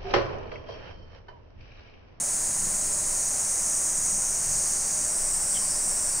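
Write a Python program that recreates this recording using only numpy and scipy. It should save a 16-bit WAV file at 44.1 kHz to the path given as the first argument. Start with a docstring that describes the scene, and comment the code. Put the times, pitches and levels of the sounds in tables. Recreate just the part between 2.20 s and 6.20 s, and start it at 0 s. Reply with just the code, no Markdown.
"""A sunny outdoor enclosure, where cicadas buzz without a break in the trees all around.
Each cicada clicks its tymbals (small drum-like plates) hundreds of times a second, and the leaves
blur the clicks into a buzz. Nearer insects join in and drop out over the chorus.
Underneath lie a faint distant rumble, a thin hum and a light breeze.
Near the end something gives a small squeak."""
import sys
import numpy as np
from scipy import signal
from scipy.fft import rfft, irfft
from scipy.io import wavfile

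SR = 44100
rng = np.random.default_rng(int(sys.argv[2]) if len(sys.argv) > 2 else 0)


def transcribe(u):
    """Save the signal u as a 16-bit wav file named by the first command-line argument.

    u: samples, shape (n,) or (channels, n), limited to [-1, 1]; the rate is SR.
    q: integer samples, one column per channel.
    """
    v = np.clip(np.atleast_2d(u).T, -1, 1)
    q = np.round(v * 32767).astype(np.int16)
    wavfile.write(sys.argv[1], SR, q)


N = 176400
T = np.arange(N) / SR   # the time of each sample, in seconds
HZ = np.maximum(np.fft.rfftfreq(N, 1 / SR), 1)   # the frequencies of a spectrum, kept above zero


def chorus():
    """Many cicadas merge into one gently wavering hiss."""
    # The tone of the whole chorus. Each row: frequency in Hz, relative level in dB.
    spectrum = [(1500, -62), (2800, -43), (3500, -32), (4200, -27), (5000, -17.5), (5600, -13), (6300, -9),
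                (7200, -5.5), (7800, -2.5), (8250, -1), (9000, -1.5), (9500, -4.5), (10000, -11),
                (10500, -16.5), (11000, -23.5), (11500, -26.5), (12600, -27.5), (14100, -23.5),
                (15600, -29)]
    # Its slow rise and fall. Each row: time in seconds, change of level in dB.
    swell = [(0, 0.6), (.7, 0), (1.2, -0.1), (1.5, .5), (2.0, -0.1), (2.4, 0), (2.8, -0.5), (3.2, 0.2),
             (4, 0.5)]
    level_db, sway_db = -28, 0.31
    buzz = coloured(insects(clicks_per_s=420, count=12), spectrum)
    return from_db(level_db + sway_db * drift(4.1)) * curve(swell) * buzz


def singers():
    """Nearer cicadas come and go, their bodies ringing with their own clicks."""
    # Each row: start and end in seconds, level in dB, the body's ringing pitch in Hz,
    # the width of that ringing in Hz, clicks per second.
    songs = [(-1, 1.65, -45, 10100, 1000, 390), (-1, 1.3, -54, 4400, 900, 410),
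             (-1, 2.85, -36, 6620, 620, 470), (.95, 2.85, -37, 6350, 800, 320),
             (.95, 5, -43.5, 5750, 450, 380), (2.22, 2.85, -48.5, 4750, 750, 350),
             (3.4, 3.6, -49.5, 4700, 450, 350), (3.9, 5, -48.5, 4750, 600, 350),
             (2.8, 5, -33.8, 8250, 1000, 285)]
    return sum(from_db(db) * song_fade(start, end) * resonate(insects(rate, count=2), hz, width)
               for start, end, db, hz, width, rate in songs)


def whines():
    """Sharp ringing in the song: noise narrowed until it is almost a single note."""
    # Each row: start and end in seconds, level in dB, pitch in Hz, width in Hz.
    notes = [(.2, 2.9, -40, 6826, 48), (1.0, 5, -48.5, 6052, 14), (2.5, 5, -49.5, 5740, 45),
             (3.0, 5, -46.5, 5400, 65), (2.5, 5, -58.5, 4595, 35), (2.5, 5, -56, 4942, 35),
             (1, 5, -45, 8720, 16), (1, 3.4, -41, 8220, 70), (-2, 5, -46, 8965, 40),
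             (-2, .9, -47, 9850, 20), (-2, 0.82, -55, 10435, 40), (-2, .9, -57, 10860, 22)]
    return sum(from_db(db) * song_fade(start, end) * resonate(noise(), hz, width)
               for start, end, db, hz, width in notes)


def insects(clicks_per_s, count):
    """Several insects click together, some slower and some faster."""
    return sum(tymbal(clicks_per_s * share) for share in np.linspace(.85, 1.15, count))


def tymbal(clicks_per_s):
    """One insect's nearly regular clicks, heard both directly and by way of the leaves."""
    wander, jitter = .03, .12   # as a share of the click rate, and of the gap between clicks
    spread_db, direct_db = 2.2, -3.2
    cycles = rng.random() + np.cumsum(clicks_per_s * (1 + wander * drift(2))) / SR
    on_time = np.flatnonzero(np.diff(np.floor(cycles)) > 0)   # one click for each full cycle
    lateness, strength = rng.standard_normal((len(on_time), 2)).T
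    click_samples = (on_time + lateness * jitter * SR / clicks_per_s).astype(int) % N
    clicks = np.zeros(N)
    clicks[click_samples] = from_db(spread_db * strength)
    return rms_one(from_db(direct_db) * clicks + foliage_echo(clicks))


def song_fade(start, end, fade_s=0.17):
    """A song swells, holds and fades."""
    seconds_inside = np.minimum(T - start, end - T)
    return np.sqrt(np.clip(seconds_inside / fade_s + .5, 0, 1))


def foliage_echo(sound, decay_s=.25):
    """Leaves and trunks send back a blur of echoes that drops 60 dB in decay_s seconds."""
    tail = noise() * from_db(-60 * np.minimum(T / decay_s, 2))
    return irfft(rfft(sound) * rfft(tail / np.linalg.norm(tail)), N)


def squeaks():
    """Short sliding tones with a rasp and a faint echo."""
    # Each row: start and length in seconds, level at the middle in dB, first and last pitch in Hz,
    # roughness from 0 to 1.
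    slides = [(.64, .13, -53, 400, 435, .15), (3.338, .045, -44, 3230, 3300, .5),
              (3.348, .038, -51, 2200, 2130, .4), (3.367, .015, -35.5, 3130, 3050, .15),
              (3.412, .028, -46.5, 1000, 1130, .25), (3.425, .055, -52, 1120, 1080, .7)]
    rasp_hz, echo_db = 250, -10
    sound = np.zeros(N)
    for start, length, db, first_hz, last_hz, rough in slides:
        progress = np.clip((T - start) / length, 0, 1)
        phase = 2 * np.pi * np.cumsum(first_hz + (last_hz - first_hz) * progress) / SR
        rasp = drift(rasp_hz) * np.sin(phase) + drift(rasp_hz) * np.cos(phase)
        tone = (1 - rough) * np.sin(phase) + rough * rasp
        sound += from_db(db) * np.sin(np.pi * progress) * rms_one(tone)
    return sound + from_db(echo_db) * foliage_echo(sound)


def rumble():
    """A steady distant rumble with a few soft, low swells."""
    # The tone of the rumble. Each row: frequency in Hz, relative level in dB.
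    spectrum = [(25, -6), (40, -2), (56, 5), (72, -1), (110, -1), (185, 1.5), (270, -4.5), (500, -5),
                (660, -2), (1000, -4), (1300, -6), (2000, -7.5), (2700, -13), (3400, -20.5), (5000, -19.5)]
    # Each row: peak time and half length in seconds, peak level in dB, pitch in Hz, width in Hz.
    low_swells = [(.45, 0.24, -49, 140, 110), (2.0, 0.12, -51.5, 115, 90), (2.314, 0.09, -45, 117, 80)]
    steady = from_db(-42) * coloured(noise(), spectrum)
    swells = sum(from_db(db) * np.exp(-((T - peak) / half) ** 2) * resonate(noise(), hz, width)
                 for peak, half, db, hz, width in low_swells)
    return steady + swells


def hum():
    """A thin, far-off hum made of narrow bands of noise."""
    # Each row: level in dB, pitch in Hz, width in Hz.
    bands = [(-55.5, 607, 10), (-60, 580, 8.1), (-70.5, 3085, 37)]
    return sum(from_db(db) * resonate(noise(), hz, width) for db, hz, width in bands)


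def breeze():
    """Light puffs of air on the microphone make a very deep flutter."""
    # The strength of the puffs. Each row: time in seconds, relative level in dB.
    puffs = [(0.0, -54), (0.43, -40.5), (1.29, -47.5), (1.48, -43), (1.67, -53), (1.73, -35), (1.89, -50),
             (1.95, -39), (2.14, -45), (2.19, -59), (2.24, -41.5), (2.84, -50), (2.88, -39.5),
             (3.22, -43.5), (3.29, -44.5), (4.0, -45)]
    # Their tone. Each pair: frequency in Hz, relative level in dB.
    spectrum = [(4, -22), (9, -2), (21, 2), (27, -19), (36, -32), (90, -45), (300, -80)]
    return from_db(1) * curve(puffs) * coloured(noise(), spectrum)


def noise():
    """An even hiss (white noise)."""
    return rng.standard_normal(N)


def drift(rate_hz):
    """A random wobble of typical size 1, mostly slower than rate_hz."""
    return rms_one(irfft(rfft(noise()) / (1 + (HZ / rate_hz) ** 2), N))


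def resonate(sound, hz, width_hz):
    """Make a sound ring: keep a steep-sided band around one pitch, at level 1."""
    detune = (HZ ** 2 - hz ** 2) / (HZ * width_hz)
    return rms_one(irfft(rfft(sound) / (1 + 1j * np.sqrt(2) * detune - detune ** 2), N))


def coloured(sound, spectrum):
    """Shape a sound's tone with rows of frequency in Hz and level in dB, then set it to level 1."""
    hz, db = np.transpose(spectrum)
    gain = from_db(np.interp(np.log(HZ), np.log(hz), db))
    return rms_one(irfft(rfft(sound) * gain, N))


def curve(rows):
    """Join rows of time in seconds and level in dB into a volume curve."""
    return from_db(np.interp(T, *np.transpose(rows)))


def from_db(db):
    """Turn decibels into a number to multiply a sound by."""
    return 10 ** (np.asarray(db) / 20)


def rms_one(sound):
    """Scale a sound so that its average level (root mean square) is 1."""
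    return sound / np.sqrt(np.mean(sound ** 2) + 1e-20)


def scene():
    """Everything sits in the centre, alike in both channels."""
    mix = chorus() + singers() + whines() + rumble() + hum() + breeze() + squeaks()
    return np.array([mix, mix])


def record(dry):
    """The very highest treble is cut off steeply."""
    cutoff_hz = 15720
    low_pass = signal.firwin(801, cutoff_hz, window="blackman", fs=SR)
    return signal.fftconvolve(dry, low_pass[None], mode="same", axes=1)


dry = scene()
out = record(dry)
transcribe(out)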